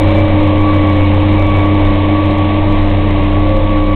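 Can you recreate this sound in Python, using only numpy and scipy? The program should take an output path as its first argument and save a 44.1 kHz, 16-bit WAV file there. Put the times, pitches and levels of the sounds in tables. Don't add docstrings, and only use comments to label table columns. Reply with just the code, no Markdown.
import sys
import numpy as np
from scipy import signal
from scipy.fft import rfft, irfft, next_fast_len
from scipy.io import wavfile
from scipy.ndimage import uniform_filter1d, map_coordinates

SR = 44100
rng = np.random.default_rng(int(sys.argv[2]) if len(sys.argv) > 2 else 0)


def dump_mix(stems):
    frames = np.atleast_2d(stems).T
    limited = np.clip(frames, -1, 1)
    pcm = np.round(limited * 32767).astype(np.int16)
    wavfile.write(sys.argv[1], SR, pcm)


def how_loud(loudness_db):
    steps = np.asarray(loudness_db, float) / 20
    return 10 ** steps


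N = 174195
T = np.arange(N) / SR
CYCLE_HZ = 15.65


def unit(x):
    return x / np.sqrt(np.mean(x ** 2) + 1e-20)


def curves(rows):
    seconds, *columns = np.transpose(rows)
    return [np.interp(T, seconds, column) for column in columns]


def wobble(rate):
    knots = rng.standard_normal(400)
    return map_coordinates(knots, [T * rate])


def tone(cycles, swell_db, blur, rate):
    swell = how_loud(swell_db * wobble(rate))
    phase = cycles + rng.random() + blur * wobble(rate)
    return np.sqrt(2) * swell * np.sin(2 * np.pi * phase)


def rush(spectrum, patchy_db):
    z = signal.stft(rng.standard_normal(N + 512), nperseg=512)[2]
    patches = uniform_filter1d(rng.standard_normal(z.shape), size=5, axis=0)
    patches = uniform_filter1d(patches, size=12, axis=1)
    noise = signal.istft(z * how_loud(patchy_db * unit(patches)), nperseg=512)[1][:N]
    hz, db = np.transpose(spectrum)
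    size = next_fast_len(N + 8192)
    bin_hz = np.fft.rfftfreq(size, 1 / SR)
    colour = how_loud(np.interp(np.log(bin_hz + 1), np.log(hz + 1), db))
    return unit(irfft(rfft(noise, size) * colour, size)[:N])


def seconds_turned():
    # time in seconds, speed as the pump's third harmonic in Hz.
    speed = [(0, 306), (.16, 310.9), (.44, 303.1), (.72, 305.3), (1.07, 298.9), (1.36, 307.1),
             (1.56, 301.2), (1.74, 304.8), (1.96, 299.4), (2.18, 305.2), (2.4, 302), (2.65, 306.6),
             (2.9, 301.2), (3.05, 303.8), (3.24, 298.7), (3.49, 305.4), (3.74, 302.3), (3.95, 302.9)]
    nominal_hz = 303.5
    pump_tone_hz = uniform_filter1d(curves(speed)[0], size=2400)
    return np.cumsum(pump_tone_hz) / nominal_hz / SR


def wind():
    # time in seconds, level in dB.
    gusts = [(0, -21), (.35, -18), (.8, -20), (1.3, -22), (1.7, -20), (2.2, -24), (2.6, -21), (3.2, -27),
             (3.5, -23), (3.95, -25)]
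    # frequency in Hz, density in dB per Hz.
    wind_spectrum = [(1, -8), (5, 0), (12, -3), (20, -2), (30, -8), (45, -18), (70, -40), (100, -120)]
    gust_db = curves(gusts)[0] + 1.5 * wobble(5)
    return how_loud(gust_db) * rush(wind_spectrum, patchy_db=.3)


def roar(turned, roar_db):
    # frequency in Hz, density of the body in dB per Hz.
    body_spectrum = [(26, -52), (45, -15), (98, -9.5), (146, -9), (247, -13), (303, -9), (361, -12.5),
                     (1140, -15.5), (1500, -42.5), (1950, -77.5), (3300, -120)]
    # frequency in Hz, density of the hiss in dB per Hz.
    hiss_spectrum = [(820, -34), (1400, -17), (1590, -11), (2220, -4.5), (2410, -7.5), (3460, -12),
                     (4000, -9), (5200, -48.5), (8800, -120)]
    hiss_db, chuff = -8, 0.11
    beat = 1 + chuff * np.sin(2 * np.pi * 6 * CYCLE_HZ * turned)
    body = how_loud(0.2 * wobble(7)) * rush(body_spectrum, patchy_db=0.43)
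    hiss = how_loud(hiss_db + 0.51 * wobble(12)) * beat * rush(hiss_spectrum, patchy_db=0.9)
    return how_loud(roar_db) * (body + hiss)


def hose():
    # time in seconds, throb rate in Hz, level in dB.
    throb = [(0, 41.79, -15.5), (.35, 42.94, -27), (.8, 37.92, -28.5), (1.3, 37.63, -18.5),
             (1.5, 37.02, -18), (1.68, 33.01, -27), (1.86, 29.19, -12.5), (2.08, 29, -25.5),
             (2.35, 27.84, -23), (2.6, 26.38, -24), (2.8, 25.98, -12.5), (3, 28.6, -17),
             (3.25, 31.7, -14.5), (3.95, 31.92, -14.5)]
    octave_db = -17.5
    hz, db = curves(throb)
    cycles = np.cumsum(hz) / SR
    fundamental = tone(cycles, 0.5, .03, rate=6)
    octave = tone(2 * cycles, 2.3, 0.039, rate=8.3)
    return how_loud(db) * (fundamental + how_loud(octave_db) * octave)


def gears(turned):
    # frequency at nominal speed in Hz, level in dB, swell in dB, blur in cycles.
    light_meshes = [(207.37, -25, -0.05, .03), (318.8, -35, 3.5, 0.036), (415.2, -44.5, -4, 0.11),
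                    (476, -46.5, 0, .05), (589, -37.5, -4, .05), (596.8, -31.5, -1, .06),
                    (631, -47, -0.5, .05), (651.5, -36.5, 2, 0.049), (1070, -39.5, 4.5, 0.055),
                    (1212, -47.5, 1.5, .08), (1790, -52.5, 4.5, .1), (1955, -55, 5, 0.075)]
    # time in seconds, then axle, mesh, mesh octave and whine levels in dB.
    load = [(0, -22.5, -21.5, -35, -35.5), (.15, -23, -19.5, -39.5, -28.5), (.3, -21, -25, -32, -33),
            (.5, -26, -29.5, -26.5, -39.5), (.85, -25.5, -31.5, -24.5, -34), (1.15, -21, -34.5, -34, -36),
            (1.6, -33.5, -27.5, -26, -30.5), (1.95, -32, -27, -29, -39.5), (2.3, -38, -28, -23.5, -42),
            (2.65, -35, -31, -26.5, -43), (2.87, -36, -30, -37.5, -47), (3.1, -36.5, -34.5, -25.5, -47.5),
            (3.3, -40, -26.5, -30, -49), (3.5, -19.5, -33, -29.5, -53), (3.95, -26.5, -26.5, -24.5, -33)]
    axle_hz, mesh_hz = 531.9, 566.4
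    axle, mesh, octave, whine = how_loud(curves(load))
    out = sum(how_loud(db) * tone(hz * turned, swell_db, blur, rate=8) for hz, db, swell_db, blur in light_meshes)
    out = out + axle * tone(axle_hz * turned, 1.8, 0.029, rate=12)
    out = out + mesh * tone(mesh_hz * turned, 2.4, 0.02, rate=13)
    out = out + octave * tone(2 * mesh_hz * turned, 3, .08, rate=20)
    return out + whine * tone(4 * mesh_hz * turned, 2.4, 0.061, rate=28)


def pump(turned, pump_db):
    # multiple of the vane rate, level in dB.
    vanes = [(1, -12), (2, -16), (3, 2), (4, -20.5), (5, -18), (8, -30), (9, -20)]
    vane_hz = 101.17
    out = 0
    for multiple, db in vanes:
        swell_db = 1.1 if db > -10 else 2.5
        out = out + how_loud(db) * tone(multiple * vane_hz * turned, swell_db, 0.0086, rate=14)
    return how_loud(pump_db) * out


def engine(turned, exhaust_db):
    # multiple of the engine cycle, level relative to the firing tone in dB.
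    firing = [(5, -23.5), (6, 0), (7, -29.5), (8, -31.5), (9, -24.5), (10, -25), (12, -26), (15, -28),
              (17, -29.5), (18, -27), (45, -23), (48, -41.5)]
    out = 0
    for multiple, db in firing:
        swell_db = .6 if db > -10 else 2.5
        out = out + how_loud(db) * tone(multiple * CYCLE_HZ * turned, swell_db, 0.016, rate=12)
    return how_loud(exhaust_db) * out


def scene():
    # time in seconds, then exhaust, pump and roar levels in dB.
    away = [(0, -12, -16.5, -18.5), (.6, -12.5, -16.5, -20.5), (1.3, -11.5, -17.5, -19.5),
            (2, -13.5, -17, -20), (2.6, -14.5, -18.5, -20.5), (3.2, -13.5, -21, -21),
            (3.95, -17.5, -18, -23)]
    turned = seconds_turned()
    exhaust_db, pump_db, roar_db = curves(away)
    background = wind() + roar(turned, roar_db) + hose()
    machine = gears(turned) + pump(turned, pump_db) + engine(turned, exhaust_db)
    return (background + machine)[None]


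def top_cut(x):
    return signal.sosfilt(signal.butter(12, 15848, fs=SR, output="sos"), x)


def record(dry):
    overload, ceiling = .699, .703
    mirror_db = -79
    buzz_hz, buzz_db = 3781, -51
    stop_s = 0.0034
    heard = dry + how_loud(buzz_db) * tone(buzz_hz * T, 2, .05, rate=6.7)
    heard = heard * np.clip((N / SR - T) / stop_s, 0, 1)
    slow = signal.resample_poly(heard, 80, 441, axis=1, padtype="edge")
    slow = np.clip(slow, -overload, overload)
    smooth = signal.firwin(32 * 441 + 1, 3975, window=("kaiser", 9), fs=8000 * 441)
    fast = signal.resample_poly(slow, 441, 80, axis=1, window=smooth, padtype="edge")[:, :N]
    fast = fast * (1 + how_loud(mirror_db) * np.cos(2 * np.pi * 8000 * T))
    mix = np.clip(fast, -ceiling, ceiling)
    return top_cut(mix)


dry = scene()
out = record(dry)
dump_mix(out)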